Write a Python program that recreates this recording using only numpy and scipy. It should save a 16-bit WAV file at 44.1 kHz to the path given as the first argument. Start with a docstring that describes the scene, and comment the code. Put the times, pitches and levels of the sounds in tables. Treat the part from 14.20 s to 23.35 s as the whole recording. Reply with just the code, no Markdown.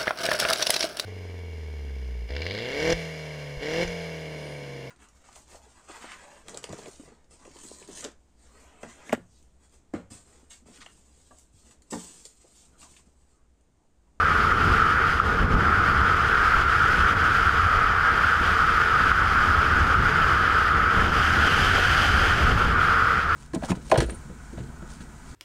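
"""Free fall in open air, heard from a microphone inside a small closed camera housing on a helmet.
From the start the air pocket round the microphone roars near 1.3 kHz; large eddies buffet the humming
shell and fine turbulence hisses above. The roar peaks sharply near 1, 3.3 and 4.9 s, and gain control
rides the peaks. From 7 to 8 s the head turns into the stream and the hiss rises; as it turns back,
the buffeting swells and the hiss settles."""
import sys
import numpy as np
from scipy import signal
from scipy.io import wavfile
from scipy.ndimage import uniform_filter1d

SR = 44100
rng = np.random.default_rng(int(sys.argv[2]) if len(sys.argv) > 2 else 0)


def master(y):
    """Save y as 16-bit WAV."""
    cut = np.clip(np.atleast_2d(y).T, -1, 1)
    pcm = np.round(cut * 32767)  # scale
    wavfile.write(sys.argv[1], SR, pcm.astype(np.int16))


N = 403515


def gain_of(db):
    return 10 ** (np.asarray(db) / 20)


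def unit_rms(x):
    return x / np.sqrt(np.mean(x ** 2) + 1e-20)


def spectrum_db(points, hz):
    """A spectrum in dB on a log frequency axis, silent outside its ends."""
    f, db = np.transpose(points)
    return np.interp(np.log(hz + 1), np.log(f + 1), db, left=-120, right=-120)


def follow(rows, column, times=None):
    """One column of a curve at the given times, or at every sample."""
    rows = np.array(rows)
    return np.interp(np.arange(N) / SR if times is None else times, rows[:, 0], rows[:, column])


def bumps(rows, column, half_s):
    """A bell-shaped rise or dip in dB round each event."""
    rows, t = np.array(rows), np.arange(N) / SR
    events = zip(rows[:, 0], rows[:, column], half_s * np.ones(len(rows)))
    return sum(db * np.exp(-((t - at) / width) ** 2) for at, db, width in events)


def gusts(times):
    """Random swells of rms 1: sines of random phase from 2 to 12 Hz."""
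    rates_hz = np.geomspace(2, 12, num=24)
    return unit_rms(sum(np.sin(2 * np.pi * (hz * times + rng.random())) for hz in rates_hz))


# How far the head is turned across the stream: (time [s], turn [0-1])
HEAD_TURN = [(0, 0.02), (2.4, 0.14), (2.8, 0.4), (3.3, 0.24), (6.7, 0.28), (7.2, 0.96), (8.05, 1),
             (8.5, 0.1), (9.15, 0)]
# Resonances at the microphone: (centre [Hz], width [Hz], lift head straight [dB], lift head turned [dB])
RESONANCES = [(78.8, 23, 10, 10.5), (456.5, 36, 8, 1), (750, 86, 1, 6), (1320, 99, 1.5, -2),
              (1750, 180, 0.5, 3.5), (3067, 250, 2.5, 7.5), (4820, 240, 2, 4), (6200, 590, -0.5, 2.5),
              (8280, 510, 3.5, 6), (9980, 1100, 3, 3), (13300, 1100, 1, 3)]
def resonances_db(hz, times):
    """Resonances stand out of the noise, each sliding between two strengths as the head turns."""
    turn = follow(HEAD_TURN, 1, times)
    return sum((straight_db + (turned_db - straight_db) * turn) / (1 + (2 * (hz - centre) / width) ** 2)
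               for centre, width, straight_db, turned_db in RESONANCES)


def turbulence(spectrum, size, patchy_db, flicker_db, stretch=lambda times: 1):
    """Resonant air noise of rms 1, with drifting patches and a flicker shared by all frequencies."""
    hop = size // 4
    hz = np.fft.rfftfreq(size, 1 / SR)[:, None]
    times = np.arange(N // hop + 5) * hop / SR
    real, imag, patches = rng.standard_normal((len(times), len(hz), 3)).T
    patches = uniform_filter1d(patches, size=9, axis=0)  # smooth across frequency
    patches = unit_rms(uniform_filter1d(patches, size=10, axis=1))  # and across time
    flicker = unit_rms(uniform_filter1d(rng.standard_normal(len(times)), size=6))
    colour = gain_of(spectrum_db(spectrum, hz / stretch(times)) + resonances_db(hz, times))
    colour /= np.linalg.norm(colour, axis=0)  # the colour changes, the power stays
    frames = (real + 1j * imag) * colour * gain_of(patchy_db * patches + flicker_db * flicker)
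    return unit_rms(signal.istft(frames, nperseg=size, noverlap=size - hop)[1][:N])


# Air over the housing: (time [s], roar level [dB], hiss level [dB])
AIRSTREAM = [(0, -19.5, -38.5), (.35, -22, -36.5), (.7, -20.5, -36), (1.2, -25.5, -40), (1.5, -21, -39),
             (2.1, -20.5, -37), (2.45, -20, -36), (2.83, -20.5, -35), (3.3, -21.5, -36), (3.75, -21, -39),
             (4.1, -20.5, -36), (5.5, -21.5, -36.5), (6.15, -20.5, -36), (6.6, -22, -38.5), (7, -22, -32.5),
             (7.45, -21, -28.5), (8.05, -22, -30), (8.35, -23.5, -35), (8.7, -20.5, -36),
             (9.15, -22.5, -40)]
# Brief dips in the loudness of roar and hiss: (time [s], half length [s], roar [dB], hiss [dB])
DIPS = [(0.365, .03, -4.5, -3), (0.803, 0.05, 0.5, -5.5), (1.033, 0.022, -1, -2), (1.28, 0.028, -3.5, -7.5),
        (1.366, 0.026, -5, -6), (1.656, 0.015, -2.5, 2), (1.73, 0.022, -2, -3), (2.092, 0.018, -3.5, 0.5),
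        (2.46, 0.037, -3, -4), (2.952, 0.023, -2.5, -7), (4.21, 0.026, -2, -1), (5.668, 0.03, -4, -1.5),
        (5.79, 0.018, -3.5, -3), (6.9, 0.043, -5, -3), (8.358, 0.017, -3.5, -2), (8.566, 0.039, 1.5, -5),
        (9.055, .025, -3.5, -2)]
def stream_db(column):
    """Level of the roar (column 1) or the hiss (column 2), with its brief dips."""
    return follow(AIRSTREAM, column) + bumps(DIPS, column + 1, half_s=np.array(DIPS)[:, 1])


# Large and middle-sized eddies shaking the camera: (time [s], buffeting level [dB], wash level [dB])
SHAKING = [(0, -34, -37.5), (.5, -26, -30.5), (.9, -32, -38), (1.3, -27, -29), (1.7, -30, -32),
           (2.3, -31.5, -38), (2.7, -28, -35), (3.15, -31.5, -37), (3.5, -29.5, -40.5), (3.8, -34.5, -38),
           (4.3, -32, -37), (5.1, -30.5, -36.5), (5.6, -26, -33.5), (5.9, -27, -32.5), (6.4, -33.5, -37),
           (6.9, -28.5, -32.5), (7.8, -27.5, -35), (8.3, -23, -31), (8.7, -30.5, -36.5), (9.15, -33.5, -39)]
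# Single heavy eddies thumping the shell: (time [s], lift [dB])
THUMPS = [(.49, 0.5), (1.22, 6), (1.35, 9.5), (1.81, 3), (2.37, 11), (2.78, 3.5), (3.46, 7.5), (3.57, 5),
          (5.38, 3), (5.61, 2), (6.78, 10), (7.56, 5), (7.77, 3), (8.46, 3.5)]
def shaking_db(column):
    """Level of the buffeting (column 1) or the wash (column 2), which takes about half of each thump."""
    thump_share = 1 if column == 1 else 0.49
    return follow(SHAKING, column) + thump_share * bumps(THUMPS, column=1, half_s=0.024)


# The housing walls, close round the microphone: (frequency [Hz], relative density [dB])
SHELL_SPECTRUM = [(180, -26), (300, -8.5), (480, -4), (560, -7.5), (980, -6.5), (1100, -3), (1430, -15),
                  (2400, -62)]
def shell_hum(gust):
    """The walls hum in a few broad modes, shaken by wash and hiss."""
    wash_rise_db = shaking_db(column=2) + 35
    hiss_rise_db = stream_db(column=2) + 37
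    level_db = -35 + 0.37 * wash_rise_db + 0.29 * hiss_rise_db + 0.64 * gust
    return gain_of(level_db) * turbulence(SHELL_SPECTRUM, size=2048, patchy_db=1.24, flicker_db=0.72)


# Fine turbulence just outside the housing: (frequency [Hz], relative density [dB])
HISS_SPECTRUM = [(1200, -36), (2000, -5), (2700, -5.5), (3300, -7), (3850, -14.5), (5000, -13.5),
                 (5600, -18.5), (7000, -23), (8900, -33), (10500, -30), (11800, -34.5), (14000, -35.5),
                 (15400, -45)]
def hiss(gust):
    """Small eddies, coloured by the higher modes of the housing."""
    level_db = stream_db(column=2) + 0.67 * gust
    return gain_of(level_db) * turbulence(HISS_SPECTRUM, size=512, patchy_db=0.64, flicker_db=0.47)


# Middle-sized eddies, heard through the shell: (frequency [Hz], relative density [dB])
WASH_SPECTRUM = [(70, -28), (105, -6), (130, -1), (200, -4), (300, -9.5), (400, -9.5), (600, -36.5)]
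def wash(gust):
    """Middle-sized eddies make a dull rush just above the buffeting."""
    level_db = shaking_db(column=2) + 0.68 * gust
    return gain_of(level_db) * turbulence(WASH_SPECTRUM, size=2048, patchy_db=1.0, flicker_db=0.4)


# Large eddies right on the housing: (frequency [Hz], relative density [dB])
BUFFET_SPECTRUM = [(12, -5), (30, -7), (60, -6.5), (100, -10), (125, -16.5), (180, -43)]
def buffeting(gust):
    """Lumpy low pressure swings, strongest at the bounce of the camera on its mount."""
    level_db = shaking_db(column=1) + 0.94 * gust
    return gain_of(level_db) * turbulence(BUFFET_SPECTRUM, size=4096, patchy_db=0.2, flicker_db=0.5)


# Brief peaks of the roar at the microphone: (time [s], peak level [dB], pitch [Hz])
SURGES = [(0.9994, -6, 1300), (3.2928, -10.5, 1419), (4.9158, -7, 1324)]
def pocket_surges():
    """A few cycles near the air pocket's pitch swell and die within milliseconds."""
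    t, surges = np.arange(N) / SR, np.zeros(N)
    for at, db, hz in SURGES:
        swell = np.exp(-((t - at - 0.002) / 0.0017) ** 2)
        surges += gain_of(db) * swell * np.cos(2 * np.pi * (hz * t + rng.random()))
    return surges


# The air pocket round the microphone, when pitched at 1378 Hz: (frequency [Hz], relative density [dB])
POCKET_SPECTRUM = [(560, -32), (950, -17), (999, -21), (1250, -0.5), (1330, 0.5), (1470, -0.5), (1710, -10),
                   (2600, -25.5), (3380, -80), (5720, -120)]
def pocket_roar(gust):
    """Noise in the resonance of the air pocket, whose pitch wanders with the angle of the stream."""
    def stretch(times):
        straight_hz, turn_rise_hz, wander_hz = 1356, 54.5, 13.3
        pitch_hz = straight_hz + turn_rise_hz * follow(HEAD_TURN, 1, times) + wander_hz * gusts(times)
        return pitch_hz / 1378

    noise = turbulence(POCKET_SPECTRUM, size=1024, patchy_db=0.8, flicker_db=0.02, stretch=stretch)
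    return gain_of(stream_db(column=1) + 0.4 * gust) * noise


def scene():
    """All layers at one microphone; the low ones share one set of gusts, the higher ones another."""
    t = np.arange(N) / SR
    low_gust, high_gust = gusts(t), gusts(t)
    rumble = buffeting(low_gust) + wash(low_gust)
    rush = shell_hum(high_gust) + pocket_roar(high_gust) + pocket_surges() + hiss(high_gust)
    return (rumble + rush)[None]


def record(dry):
    """The camera's gain control drops fast on a peak and climbs back; a low-pass cuts the top treble."""
    threshold_db, cutoff_hz = -11.0, 15200
    peak_db = 20 * np.log10(abs(dry[0]) + 1e-6)
    release_db = np.arange(N) * 110.0 / SR  # the held peak falls 110 dB a second
    held_db = np.maximum.accumulate(peak_db + release_db) - release_db
    over_db = np.maximum(held_db - threshold_db, 0)
    late_db = np.pad(over_db, (60, 0))[:N]  # the first swing slips through
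    ducked = dry * gain_of(0.83 - 0.79 * uniform_filter1d(late_db, size=100))
    lowpass = signal.firwin(511, cutoff_hz, window=("kaiser", 9), fs=SR)
    return signal.oaconvolve(ducked, lowpass[None], "same")


dry = scene()
out = record(dry)
master(out)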